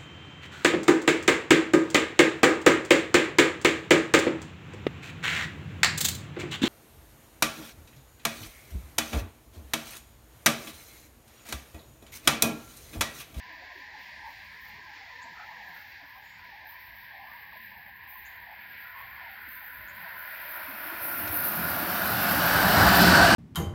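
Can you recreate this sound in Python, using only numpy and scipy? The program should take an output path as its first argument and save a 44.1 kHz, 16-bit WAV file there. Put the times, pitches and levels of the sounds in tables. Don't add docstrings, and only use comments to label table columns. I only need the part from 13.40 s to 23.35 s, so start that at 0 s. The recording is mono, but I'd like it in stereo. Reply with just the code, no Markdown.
import sys
import numpy as np
from scipy import signal
from scipy.io import wavfile
from scipy.ndimage import map_coordinates

SR = 44100
rng = np.random.default_rng(int(sys.argv[2]) if len(sys.argv) > 2 else 0)


def put_to_file(sound):
    columns = np.atleast_2d(sound).T
    safe = np.clip(columns, -1, 1)
    whole_steps = np.round(safe * 32767)
    wavfile.write(sys.argv[1], SR, whole_steps.astype(np.int16))


N = 438794
FRAME, HOP = 2048, 512
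TIME = np.arange(N) / SR
FRAME_S = np.arange(N // HOP + 2) * HOP / SR
BIN_HZ = np.maximum(np.arange(FRAME // 2 + 1) * SR / FRAME, 1)[:, None]
SPEED_M_S, ALONGSIDE_S, TRACK_M = 50.4, 9.688, 21.84
OPEN_M, BEND_M = 104, 13.5


def undb(db):
    return 10 ** (np.asarray(db) / 20)


def curve(table, t, column=1):
    rows = np.array(table, float)
    return np.interp(t, rows[:, 0], rows[:, column])


def shape(points, hz=BIN_HZ):
    rows = np.array(points, float)
    return np.interp(np.log(hz), np.log(rows[:, 0]), rows[:, 1])


def resonances(modes):
    return sum(db / (1 + (2 * (BIN_HZ - hz) / width) ** 2) for hz, width, db in modes)


def swells(table, t=TIME, column=2):
    return sum(row[column] / (1 + (2 * (t - row[0]) / row[1]) ** 4) for row in table)


def surges(table, column=2, attack_s=0.016, release_s=0.025):
    rise = lambda s: 1 - np.exp(-np.maximum(TIME - s, 0) / attack_s)
    fall = lambda s: np.exp(-np.maximum(TIME - s, 0) / release_s)
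    return sum(row[column] * rise(row[0]) * fall(row[0] + row[1]) for row in table)


def bursts(table, attack_s=0.018):
    age = lambda s: np.maximum(TIME - s, 0)
    return sum(db * (1 - np.exp(-age(s) / attack_s)) * np.exp(-(age(s) / length_s) ** 2)
               for s, length_s, db in table)


def flicker(rate, decay_s):
    kicks = (rng.random(N) < rate / SR) * rng.uniform(0.45, 1, N)
    glow = signal.lfilter([1], [1, -np.exp(-1 / (decay_s * SR))], kicks)
    return (glow - glow.mean()) / glow.std()


def wander(rate):
    return 1.2 * np.interp(TIME * rate, np.arange(8192), rng.standard_normal(8192))


def eddies(rate, width_hz):
    where = np.broadcast_arrays(BIN_HZ / width_hz, FRAME_S * rate)
    return map_coordinates(rng.standard_normal((256, 256)), where, order=1, mode="mirror")


def noise(colour_db, balance_db, likeness, band, lag_ms=0.404, apart_hz=1100):
    white = rng.standard_normal((2, len(BIN_HZ), 2 * len(FRAME_S)), dtype=np.float32).view(np.complex64)
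    alike = np.clip(likeness, 0, .999)
    delay = np.exp(-2j * np.pi * BIN_HZ * lag_ms / 1000 / (1 + (apart_hz / BIN_HZ) ** 6))
    ratio = undb(balance_db)
    right = undb(colour_db) / np.sqrt(1 + ratio ** 2)
    left = right * ratio
    inside = (BIN_HZ > band[0]) & (BIN_HZ < band[1])
    power = np.sum(inside * (left ** 2 + right ** 2 + 2 * left * right * alike * delay.real), axis=0) / 4
    blend = alike * white[0] + np.sqrt(1 - alike ** 2) * white[1]
    pair = np.array([left * white[0], right * delay * blend]) / np.sqrt(power)
    sound = signal.istft(pair.astype(np.complex64), nperseg=FRAME, noverlap=FRAME - HOP)[1]
    return sound[:, :N] * np.sqrt(3 / 2)


def phase_of(hz):
    return 2 * np.pi * np.cumsum(hz) / SR


def place(track, start_s, sound):
    start = int(start_s * SR)
    track[..., start:start + sound.shape[-1]] += sound


def soft_hit(t, rise_s):
    return (t / rise_s * np.exp(1 - t / rise_s)) ** 2


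def zips(table, rise_s, fall_octaves_per_s, rough):
    out = np.zeros(N + SR)
    t = TIME[:SR // 5]
    for start_s, db, hz in table:
        jitter = np.interp(t * 200, np.arange(48), rng.standard_normal(48))
        pitch = hz * 2 ** (-fall_octaves_per_s * (t - rise_s)) * (1 + rough * jitter)
        place(out, start_s, undb(db) * soft_hit(t, rise_s) * np.sin(phase_of(pitch)))
    return out[:N]


def ahead_m(t):
    return np.maximum(SPEED_M_S * (ALONGSIDE_S - t), 0)


def within(metres, t):
    return .5 + .5 * np.tanh((metres - ahead_m(t)) / (2 * BEND_M))


def closeness():
    return TRACK_M / np.hypot(ahead_m(FRAME_S), TRACK_M)


def swing(ahead, beside, in_open=0.68, alongside=.92):
    share = within(OPEN_M, FRAME_S) * (in_open + (alongside - in_open) * closeness())
    return (1 - share) * shape(ahead) + share * shape(beside)


def through_air(alongside_db, loss_db_per_m, earshot_m):
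    range_m = np.hypot(ahead_m(TIME), TRACK_M)
    level_db = alongside_db - loss_db_per_m * (range_m - TRACK_M)
    return undb(level_db) * TRACK_M / range_m * within(earshot_m, TIME)


def faint_hiss(middle_s=0.97, length_s=0.75, level_db=-79):
    colour = shape([(6000, -25), (8500, 1), (10600, 1), (12000, -14)])
    return noise(colour, 0, .3, band=(8000, 11500)) * swells([(middle_s, length_s, undb(level_db))])


# freq_hz, gain_db
DRONE_EQ = [(20, -28), (40, -3), (65, 3.5), (88, 0.5), (130, -6.5), (200, -7.5), (270, -14), (350, -17.5),
            (480, -31), (900, -60)]
# middle_s, length_s, boost_db
DRONE_SWELLS = [(1.1, 0.72, 5), (4.8, 0.054, 7), (5.0, 0.059, 5), (5.68, .2, 4.5), (6.05, 0.091, 4),
                (6.5, 0.27, 6)]


def drone(rest_db=-65):
    colour = shape(DRONE_EQ) + 3.9 * eddies(rate=5.7, width_hz=68)
    bed = noise(colour, -0.57, shape([(100, 0.97), (280, 1)]), band=(40, 300))
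    return bed * undb(rest_db + swells(DRONE_SWELLS) + wander(9))


# freq_hz, gain_db
MURMUR_EQ = [(200, -30), (380, -30), (460, -40), (600, -13), (800, 1), (1020, 2), (1130, -5), (1260, -9.5),
             (1900, -71), (2350, -5), (2700, -28), (3200, -46)]
# middle_s, length_s, boost_db, shift_hz
MURMUR_SWELLS = [(.58, 0.11, 3.5, -90), (.88, 0.11, 7.5, -70), (2.08, 0.76, 5.5, -73), (2.5, 0.2, -6, -110),
                 (3.2, 0.16, 3, -130), (3.79, 0.15, 4.5, -160), (3.94, .1, 3.5, -20), (4.07, .13, 0, 150),
                 (4.26, 0.12, -6, 0), (4.38, .08, 1, -110), (5.09, .17, 2.5, -110), (5.4, .16, -3.5, 0),
                 (5.62, 0.15, 8, 130), (5.78, .12, 5, 70), (5.88, .08, 3, -90), (6.1, 0.11, -3, 60),
                 (6.7, 0.16, 6, -20), (7.2, 0.093, 9, -60)]


def murmur(rest_db=-57.5, centre_hz=977, skirt_follows=0.4):
    shift_hz = swells(MURMUR_SWELLS, FRAME_S, column=3)
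    focus = resonances([(centre_hz + shift_hz, 150, 7), (1005, 60, 6.5)])
    skirt = shape(MURMUR_EQ, BIN_HZ * centre_hz / (centre_hz + skirt_follows * shift_hz))
    flutter = shape([(800, 8), (1000, 5.4)]) * eddies(rate=22, width_hz=84.6)
    bed = noise(skirt + focus + flutter, 18, 0.37, band=(650, 1150), apart_hz=870)
    return bed * undb(rest_db + swells(MURMUR_SWELLS) + 1.5 * wander(18))


# freq_hz, gain_db
RUSH_EQ = [(350, -37), (650, -24.5), (1000, -23), (1400, -42), (1600, -3), (1790, 0.5), (2200, -6),
           (2900, -16.5), (3500, -18), (4700, -21), (5600, -32), (7000, -52), (8500, -74)]
# time_s, level_db, treble_db
RUSH_FADER = [(0, -48.5, -3), (2.27, -48.5, -2), (2.7, -51, -5.5), (3.4, -49.5, -8.5), (4.6, -50, -24.5),
              (5.6, -46.5, -22), (6.3, -47, -24.5), (6.9, -45.5, -12.5)]


def rush():
    treble_db = curve(RUSH_FADER, FRAME_S, column=2)
    depth = shape([(2200, 0.5), (3000, 0.59), (5000, 0.91), (6000, 1.5), (7000, 2.55)])
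    flutter = shape([(1450, 4.4), (1800, 1.4)]) * eddies(rate=14, width_hz=137.8)
    colour = shape(RUSH_EQ) + (treble_db - treble_db.mean()) * depth + flutter
    balance = shape([(900, -0.5), (1800, -30), (3000, -16.5), (4500, -23.5), (7000, -5.5)])
    bed = noise(colour, balance, 0.37, band=(1650, 2600))
    return bed * undb(curve(RUSH_FADER, TIME) + 0.65 * wander(11))


# pitch_hz, gain_db
MUTTER_EQ = [(140, -11), (250, -4), (330, -2), (420, -4), (560, 1.5), (750, -3)]
# time_s, level_db
MUTTER_FADER = [(0, -60.5), (1.1, -67.5), (1.9, -68), (2.3, -72), (3, -75), (5.6, -78), (6.05, -70),
                (6.9, -66.5), (7.35, -61), (8.2, -47), (9.95, -56)]


def mutter(count=900, length_s=0.078, spread_db=3.5, glide=-0.17, width=0.52):
    out = np.zeros((2, N + SR))
    progress = np.linspace(0, 1, int(length_s * SR))
    envelope = np.sin(np.pi * progress) ** 2
    for when, pitch, size, side, bend in rng.random((count, 5)):
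        hz = 150 + 600 * pitch
        db = shape(MUTTER_EQ, hz) - spread_db * np.log(0.016 + size)
        phase = phase_of(hz * (1 + 2 * glide * bend * (progress - .5)))
        skew = width * hz / 200 * (2 * side - 1) * np.array([[1], [-1]])
        place(out, when * N / SR, undb(db) * envelope * np.sin(phase + skew))
    return out[:, :N] / out[:, :N].std() * undb(curve(MUTTER_FADER, TIME))


# start_s, level_db, pitch_hz
THUDS = [(0.348, -53.0, 385), (1.37, -59.0, 410), (1.549, -61.0, 310), (1.832, -58, 260),
         (1.902, -55.5, 170), (2.281, -56, 180), (2.618, -57.0, 275), (6.065, -56.5, 254),
         (6.381, -55, 116), (6.561, -57, 210), (6.619, -52.5, 175), (7.274, -45, 275), (7.323, -49, 230),
         (7.453, -44, 314), (7.51, -42, 327), (7.715, -42, 300), (7.77, -46, 260), (7.85, -40, 310),
         (7.915, -38, 312), (8.175, -32, 180), (8.24, -33, 170), (8.405, -34, 290), (8.485, -33, 183),
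         (8.96, -27, 290)]


def thuds(trim_db=-2):
    return zips(THUDS, rise_s=0.018, fall_octaves_per_s=2.5, rough=0.074) * undb(trim_db)


# start_s, level_db, top_pitch_hz, length_s
CHIPS = [(1.813, -55, 7300, 0.036), (2.796, -69, 7200, 0.21), (4.845, -56.5, 6930, 0.041),
         (6.471, -58.5, 7100, 0.044)]


def bird(rise_s=.007, start_hz=5700, warble_hz=520, tail_s=0.054, echo_db=-1.5, left_db=-5):
    chips = np.zeros(N)
    for start_s, db, top_hz, length_s in CHIPS:
        t = np.arange(int(length_s * SR)) / SR
        warble = warble_hz * np.sin(2 * np.pi * 170 * t)
        pitch = top_hz - (top_hz - start_hz) * np.exp(-t / rise_s) + warble
        place(chips, start_s, undb(db) * np.sin(np.pi * t / length_s) * np.sin(phase_of(pitch)))
    size = SR // 5
    taps = (rng.random((2, size)) < 56 / size) * np.exp(-TIME[:size] / tail_s)
    taps /= np.linalg.norm(taps, axis=1, keepdims=True)
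    echo = signal.fftconvolve(chips[None], taps, axes=1)[:, :N]
    return (chips + undb(echo_db) * echo) * undb([[left_db], [0]])


# start_s, level_db, pitch_hz
PINGS = [(0.216, -47, 755), (0.287, -47.0, 742), (0.532, -42.0, 844), (0.672, -44, 980), (0.85, -39, 855),
         (0.855, -40, 935), (1.46, -47.0, 855), (1.601, -44, 823), (1.86, -44, 1000), (1.997, -41, 835),
         (2.082, -38, 894), (2.173, -43.0, 930), (2.6, -51.0, 726), (3.115, -43.0, 820), (3.237, -49, 760),
         (3.787, -44.5, 815), (3.829, -48, 880), (3.94, -41.5, 970), (4.348, -47, 913), (4.747, -42, 1028),
         (5.017, -45, 945), (5.073, -46.0, 860), (5.105, -43, 855), (5.537, -40, 996), (5.6, -42, 1130),
         (5.631, -49, 777), (5.848, -43.0, 910), (6.655, -41, 990), (6.642, -46, 667), (7.173, -39, 952)]


def pings(trim_db=-4, right_db=-15):
    tones = zips(PINGS, rise_s=0.0187, fall_octaves_per_s=2.7, rough=0.045)
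    return tones * np.sqrt(2) * undb(trim_db) * undb([[0], [right_db]])


# start_s, level_db
TWANGS = [(3.56, -53), (4.115, -44.5), (5.13, -51), (5.78, -48), (6.2, -47)]


def twangs(start_hz=1300, end_hz=560, fall_s=0.028, rise_s=0.022, rough=0.08, right_db=-14):
    out = np.zeros(N + SR)
    t = TIME[:SR // 5]
    swoop_hz = end_hz + (start_hz - end_hz) * np.exp(-t / fall_s)
    for start_s, db in TWANGS:
        pitch = swoop_hz * (1 + rough * wander(300)[:len(t)])
        place(out, start_s, undb(db) * soft_hit(t, rise_s) * np.sin(phase_of(pitch)))
    return out[:N] * undb([[0], [right_db]])


# freq_hz, left_minus_right_db
PAN_AHEAD = [(300, 3.5), (620, 7), (800, 23.5), (1000, 49), (1250, 27), (1450, -13), (1950, -7), (2400, 7),
             (2800, -2), (3350, -11), (5000, -8), (7500, -2), (10000, 10), (12500, -2)]
PAN_BESIDE = [(300, -1), (520, -2.5), (800, -4.5), (1000, -6), (1250, -14), (1500, -5), (2050, -5),
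              (2550, 4), (3100, 1.5), (3700, -6.5), (4700, -12.5), (7500, 1), (10000, 5), (12500, -2)]
# freq_hz, likeness_0_to_1
LIKENESS = [(100, 0.99), (300, 0.99), (500, 0.84), (900, 0.77), (1200, 0.8), (1480, 0.66), (1950, 0.27),
            (2700, 0.3), (6000, 0), (14000, 0.15)]


def stereo_image():
    return swing(PAN_AHEAD, PAN_BESIDE), shape(LIKENESS)


# pitch_hz, width_hz, gain_ahead_db, gain_beside_db
RAIL_TONES = [(1410, 18, -4, -20), (1453, 12, -6, -4), (1540, 34, -17, -3.5)]


def rail_singing(left_db=-5, lag_ms=0.37, alike=0.8):
    near = np.interp(TIME, FRAME_S, closeness())
    out = 0
    for hz, width_hz, ahead_db, beside_db in RAIL_TONES:
        right, own = (wander(2 * width_hz) + 1j * wander(2 * width_hz) for _ in range(2))
        left = (alike * right + np.sqrt(1 - alike ** 2) * own) * np.exp(2j * np.pi * hz * lag_ms / 1000)
        tone = (np.array([left, right]) * np.exp(2j * np.pi * hz * TIME)).real
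        out += tone * undb(ahead_db + (beside_db - ahead_db) * near)
    return 2 * out * undb([[left_db], [0]])


# freq_hz, gain_db
RING_EQ = [(900, -40), (1200, -12), (1330, -2), (1395, 1.5), (1440, 6), (1490, 1.5), (1560, -2), (1750, -9),
           (2100, -19), (3000, -64)]
# time_s, pitch_hz
RING_PITCH = [(0, 1500), (2, 1320), (2.6, 1500), (5, 1490), (5.6, 1410), (6.1, 1485), (6.6, 1490),
              (7.4, 1430), (8.6, 1425), (9.2, 1490), (9.95, 1540)]
# start_s, length_s, boost_db
RING_FLARES = [(1.94, 0.097, 20), (2.3, 0.11, 11), (2.93, 0.1, 11), (4.92, .07, 7), (5.21, 0.046, 5),
               (5.42, 0.086, 7), (5.94, 0.061, 5), (6.7, .1, 3), (7.11, 0.052, 3.5), (7.68, .16, 3),
               (8.2, .12, 2.5), (9.7, .16, 3)]


def rail_ring(remote, rest_db=-72.5, at_wheels_db=-32.3, loss_db_per_m=0.12, reach_m=232):
    balance, alike = stereo_image()
    colour = shape(RING_EQ, BIN_HZ * 1440 / curve(RING_PITCH, FRAME_S)) + 3 * eddies(rate=7, width_hz=28)
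    ring = noise(colour, np.minimum(balance, -5), alike, band=(1250, 1560), lag_ms=0.37) + rail_singing()
    carried = undb(at_wheels_db - loss_db_per_m * ahead_m(TIME)) * within(reach_m, TIME)
    airborne = through_air(alongside_db=-26.5, loss_db_per_m=0.135, earshot_m=160)
    gain = np.sqrt(undb(rest_db) ** 2 + carried ** 2 + airborne ** 2)
    waver_db = 4 * np.interp(TIME, FRAME_S, remote) * wander(14)
    return ring * gain * undb(surges(RING_FLARES) + waver_db)


# freq_hz, gain_db
SIZZLE_EQ = [(7000, -45), (9000, -18.5), (9600, -14), (11200, -7), (12100, -.5), (12650, 1), (13550, -2.5),
             (14400, 1.5), (15200, -3.5), (16000, -6)]
# centre_hz, width_hz, gain_db
SIZZLE_PEAKS = [(9800, 200, 6), (12110, 120, 3), (12400, 200, 2.5), (12930, 130, 3), (14260, 260, 3.5),
                (14730, 110, 4)]
# time_s, level_db
SIZZLE_FADER = [(0, -76), (1.95, -73), (3.15, -70), (3.9, -64), (5.12, -62.5), (6, -56), (6.55, -53.5),
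                (6.87, -46), (7.55, -42.5), (7.9, -34), (8.5, -33.5), (9.15, -30.5), (9.58, -30.5),
                (9.95, -40.5)]
# start_s, length_s, boost_db
SIZZLE_BURSTS = [(0, .1, 7), (.31, .15, 9), (.6, .13, 7), (.85, .19, 10), (1.11, .12, 6), (1.2, .17, 10),
                 (2.03, .15, 6), (2.21, .15, 6), (2.33, .3, 7.5), (2.65, .27, 7), (3.24, .17, 14),
                 (3.39, .15, 11), (3.55, .14, 9), (3.73, .09, 4), (3.9, .3, 7), (4.2, .24, 5),
                 (4.67, .2, 13), (4.92, .07, 4), (5.18, .12, 6), (5.37, .16, 9), (5.55, .12, 7),
                 (6.07, .2, 10), (6.22, .08, 3), (7.09, .07, 4), (7.605, .15, 8), (7.91, .22, 4.5),
                 (8.28, .05, 5)]


def rail_sizzle(remote, fine_modes_db=3.1):
    far_tilt = remote * shape([(11000, -39), (12200, 6.5), (15000, 15)])
    fine_modes = fine_modes_db * (1 - closeness()) * rng.standard_normal(BIN_HZ.shape)
    colour = shape(SIZZLE_EQ) + resonances(SIZZLE_PEAKS) + far_tilt + fine_modes
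    colour += 0.5 * eddies(rate=9.6, width_hz=390)
    sizzle = noise(colour, *stereo_image(), band=(11800, 15500), lag_ms=0.414)
    depth_db = 1.4 + .7 * np.interp(TIME, FRAME_S, remote)
    flicker_db = depth_db * flicker(rate=24, decay_s=0.035) + 0.94 * wander(400)
    return sizzle * undb(curve(SIZZLE_FADER, TIME) + bursts(SIZZLE_BURSTS) + flicker_db)


# start_s, level_db
KNOCKS = [(7.876, -16.5)]


def wheel_knock(band_hz=(1800, 5300), decay_s=.01, trim_db=-10, left_db=-5):
    out = np.zeros((2, N))
    t = TIME[:SR // 10]
    band_pass = signal.butter(2, band_hz, "band", fs=SR, output="sos")
    for start_s, db in KNOCKS:
        crack = signal.sosfilt(band_pass, rng.standard_normal((2, len(t)))) * np.exp(-t / decay_s)
        place(out, start_s, undb(db + trim_db) * crack)
    return out * undb([[left_db], [0]])


# pitch_hz, level_db
LOCOMOTIVE_TONES = [(177.6, -20.5), (385, -32)]


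def locomotive(closest_s=9.645, pass_s=0.075, waver=0.01):
    hum = 0
    for hz, db in LOCOMOTIVE_TONES:
        phase = phase_of(hz * (1 + waver * wander(25)))
        hum += np.sqrt(2) * np.sin(phase) * undb(db + wander(18))
    return hum / (1 + ((TIME - closest_s) / pass_s) ** 2)


# centre_hz, width_hz, gain_db
WHEEL_MODES = [(696, 50, 6.5), (852, 24, 2), (948, 20, 3.5), (1160, 29, 4), (1610, 30, 4), (1710, 70, 3.5),
               (3010, 130, 7), (4550, 130, 2.5), (4740, 70, 4)]


def wheel_colour():
    return resonances(WHEEL_MODES) * closeness()


# start_s, length_s, rumble_boost_db, roar_boost_db, hiss_boost_db
BOGIES = [(8.17, 0.16, 2.7, 0.5, 0), (9.35, .12, 2.5, 3, 0.53), (9.59, .08, 3.5, 0, 2),
          (9.69, .17, 1.5, 1.8, 1.8)]


def bogie_surges(layer):
    return surges(BOGIES, column={"rumble": 2, "roar": 3, "hiss": 4}[layer])


# freq_hz, gain_db
HISS_EQ_AHEAD = [(1400, -1.5), (1900, 6), (2400, 17.5), (3000, 1.5), (3400, -3.5), (4600, -6), (5400, -4.5),
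                 (6300, -18), (7700, -23), (10000, 1.5), (16000, -20)]
HISS_EQ_BESIDE = [(1400, -17), (1900, 0), (2300, -1), (2650, 2), (3030, 0), (3400, 2), (4000, 4),
                  (4550, 3.5), (5500, -0.5), (6600, -7.5), (8500, -6), (11000, -15), (16000, -28)]


def wheel_hiss():
    colour = swing(HISS_EQ_AHEAD, HISS_EQ_BESIDE) + wheel_colour() + 2 * eddies(rate=10, width_hz=120)
    hiss = noise(colour, *stereo_image(), band=(2800, 6000))
    gain = through_air(alongside_db=-27.5, loss_db_per_m=0.14, earshot_m=125)
    return hiss * gain * undb(bogie_surges("hiss") + 0.5 * wander(45))


# freq_hz, gain_db
RUMBLE_EQ = [(20, -29.5), (42, -13), (62, -1), (90, 2), (112, 3.5), (140, -6), (175, 3.5), (215, 1),
             (260, -.5), (310, 0), (385, -4), (440, -11), (520, -6), (900, -52)]
# middle_s, length_s, boost_db
BASS_SWELLS = [(7.86, .2, 2.5), (8.13, .12, -7), (8.53, .4, -5), (9.22, .14, 1.5), (9.39, .1, 3)]


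def car_rumble(in_open):
    hollow = shape([(80, -5.5), (150, -15), (230, -7), (305, 5.5), (420, 1)]) * (1 - in_open)
    beside = in_open * (0.68 + 0.24 * closeness())
    boom = resonances([(91.5, 25, 2.2), (180, 26, 3.2)]) * beside
    heave = swells(BASS_SWELLS, FRAME_S) * shape([(120, 1), (165, 0)])
    colour = shape(RUMBLE_EQ) + hollow + boom + heave + 3 * eddies(rate=7.1, width_hz=45.8)
    rumble = noise(colour, *stereo_image(), band=(140, 420))
    gain = through_air(alongside_db=-27.3, loss_db_per_m=0.083, earshot_m=104)
    return rumble * gain * undb(bogie_surges("rumble") + 0.8 * wander(14))


# freq_hz, gain_db
ROAR_EQ = [(300, -25), (450, -9.5), (570, -.5), (680, -1.5), (800, -2.5), (1000, -3.5), (1130, -4),
           (1280, -1.5), (1700, .5), (2100, -20.5), (3000, -74)]
# centre_hz, width_hz, gain_db
TRACK_MODES = [(640, 110, 9.5), (1017, 230, 17.5), (1210, 120, -4)]


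def rolling_roar(in_open):
    tilt = swing(ahead=[(450, -1.5), (700, 0.5), (1000, 1.5), (1500, -1.5)],
                 beside=[(450, -6.5), (700, 2), (1600, 2), (2100, 4)])
    track = resonances(TRACK_MODES) * (1 - in_open)
    colour = shape(ROAR_EQ) + tilt + wheel_colour() + track + 2 * eddies(rate=8, width_hz=51.1)
    roar = noise(colour, *stereo_image(), band=(520, 1200), apart_hz=1360)
    gain = through_air(alongside_db=-22.5, loss_db_per_m=0.108, earshot_m=162)
    return roar * gain * undb(bogie_surges("roar") + 0.54 * wander(14))


def scene():
    remote = np.clip((ahead_m(FRAME_S) - 98) / 370, 0, 1)
    in_open = within(OPEN_M, FRAME_S)
    beds = faint_hiss() + drone() + murmur() + rush() + mutter()
    spots = thuds() + bird() + pings() + twangs()
    rails = rail_ring(remote) + rail_sizzle(remote)
    train = wheel_knock() + locomotive() + wheel_hiss() + car_rumble(in_open) + rolling_roar(in_open)
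    return beds + spots + rails + train


def record(dry, low_hz=47, top_hz=15800, ceiling=.95):
    thin = signal.sosfilt(signal.butter(3, low_hz, "high", fs=SR, output="sos"), dry)
    rounded = thin / (1 + (thin / ceiling) ** 6) ** (1 / 6)
    return signal.sosfilt(signal.ellip(12, .1, 80, top_hz, fs=SR, output="sos"), rounded)


dry = scene()
out = record(dry)
put_to_file(out)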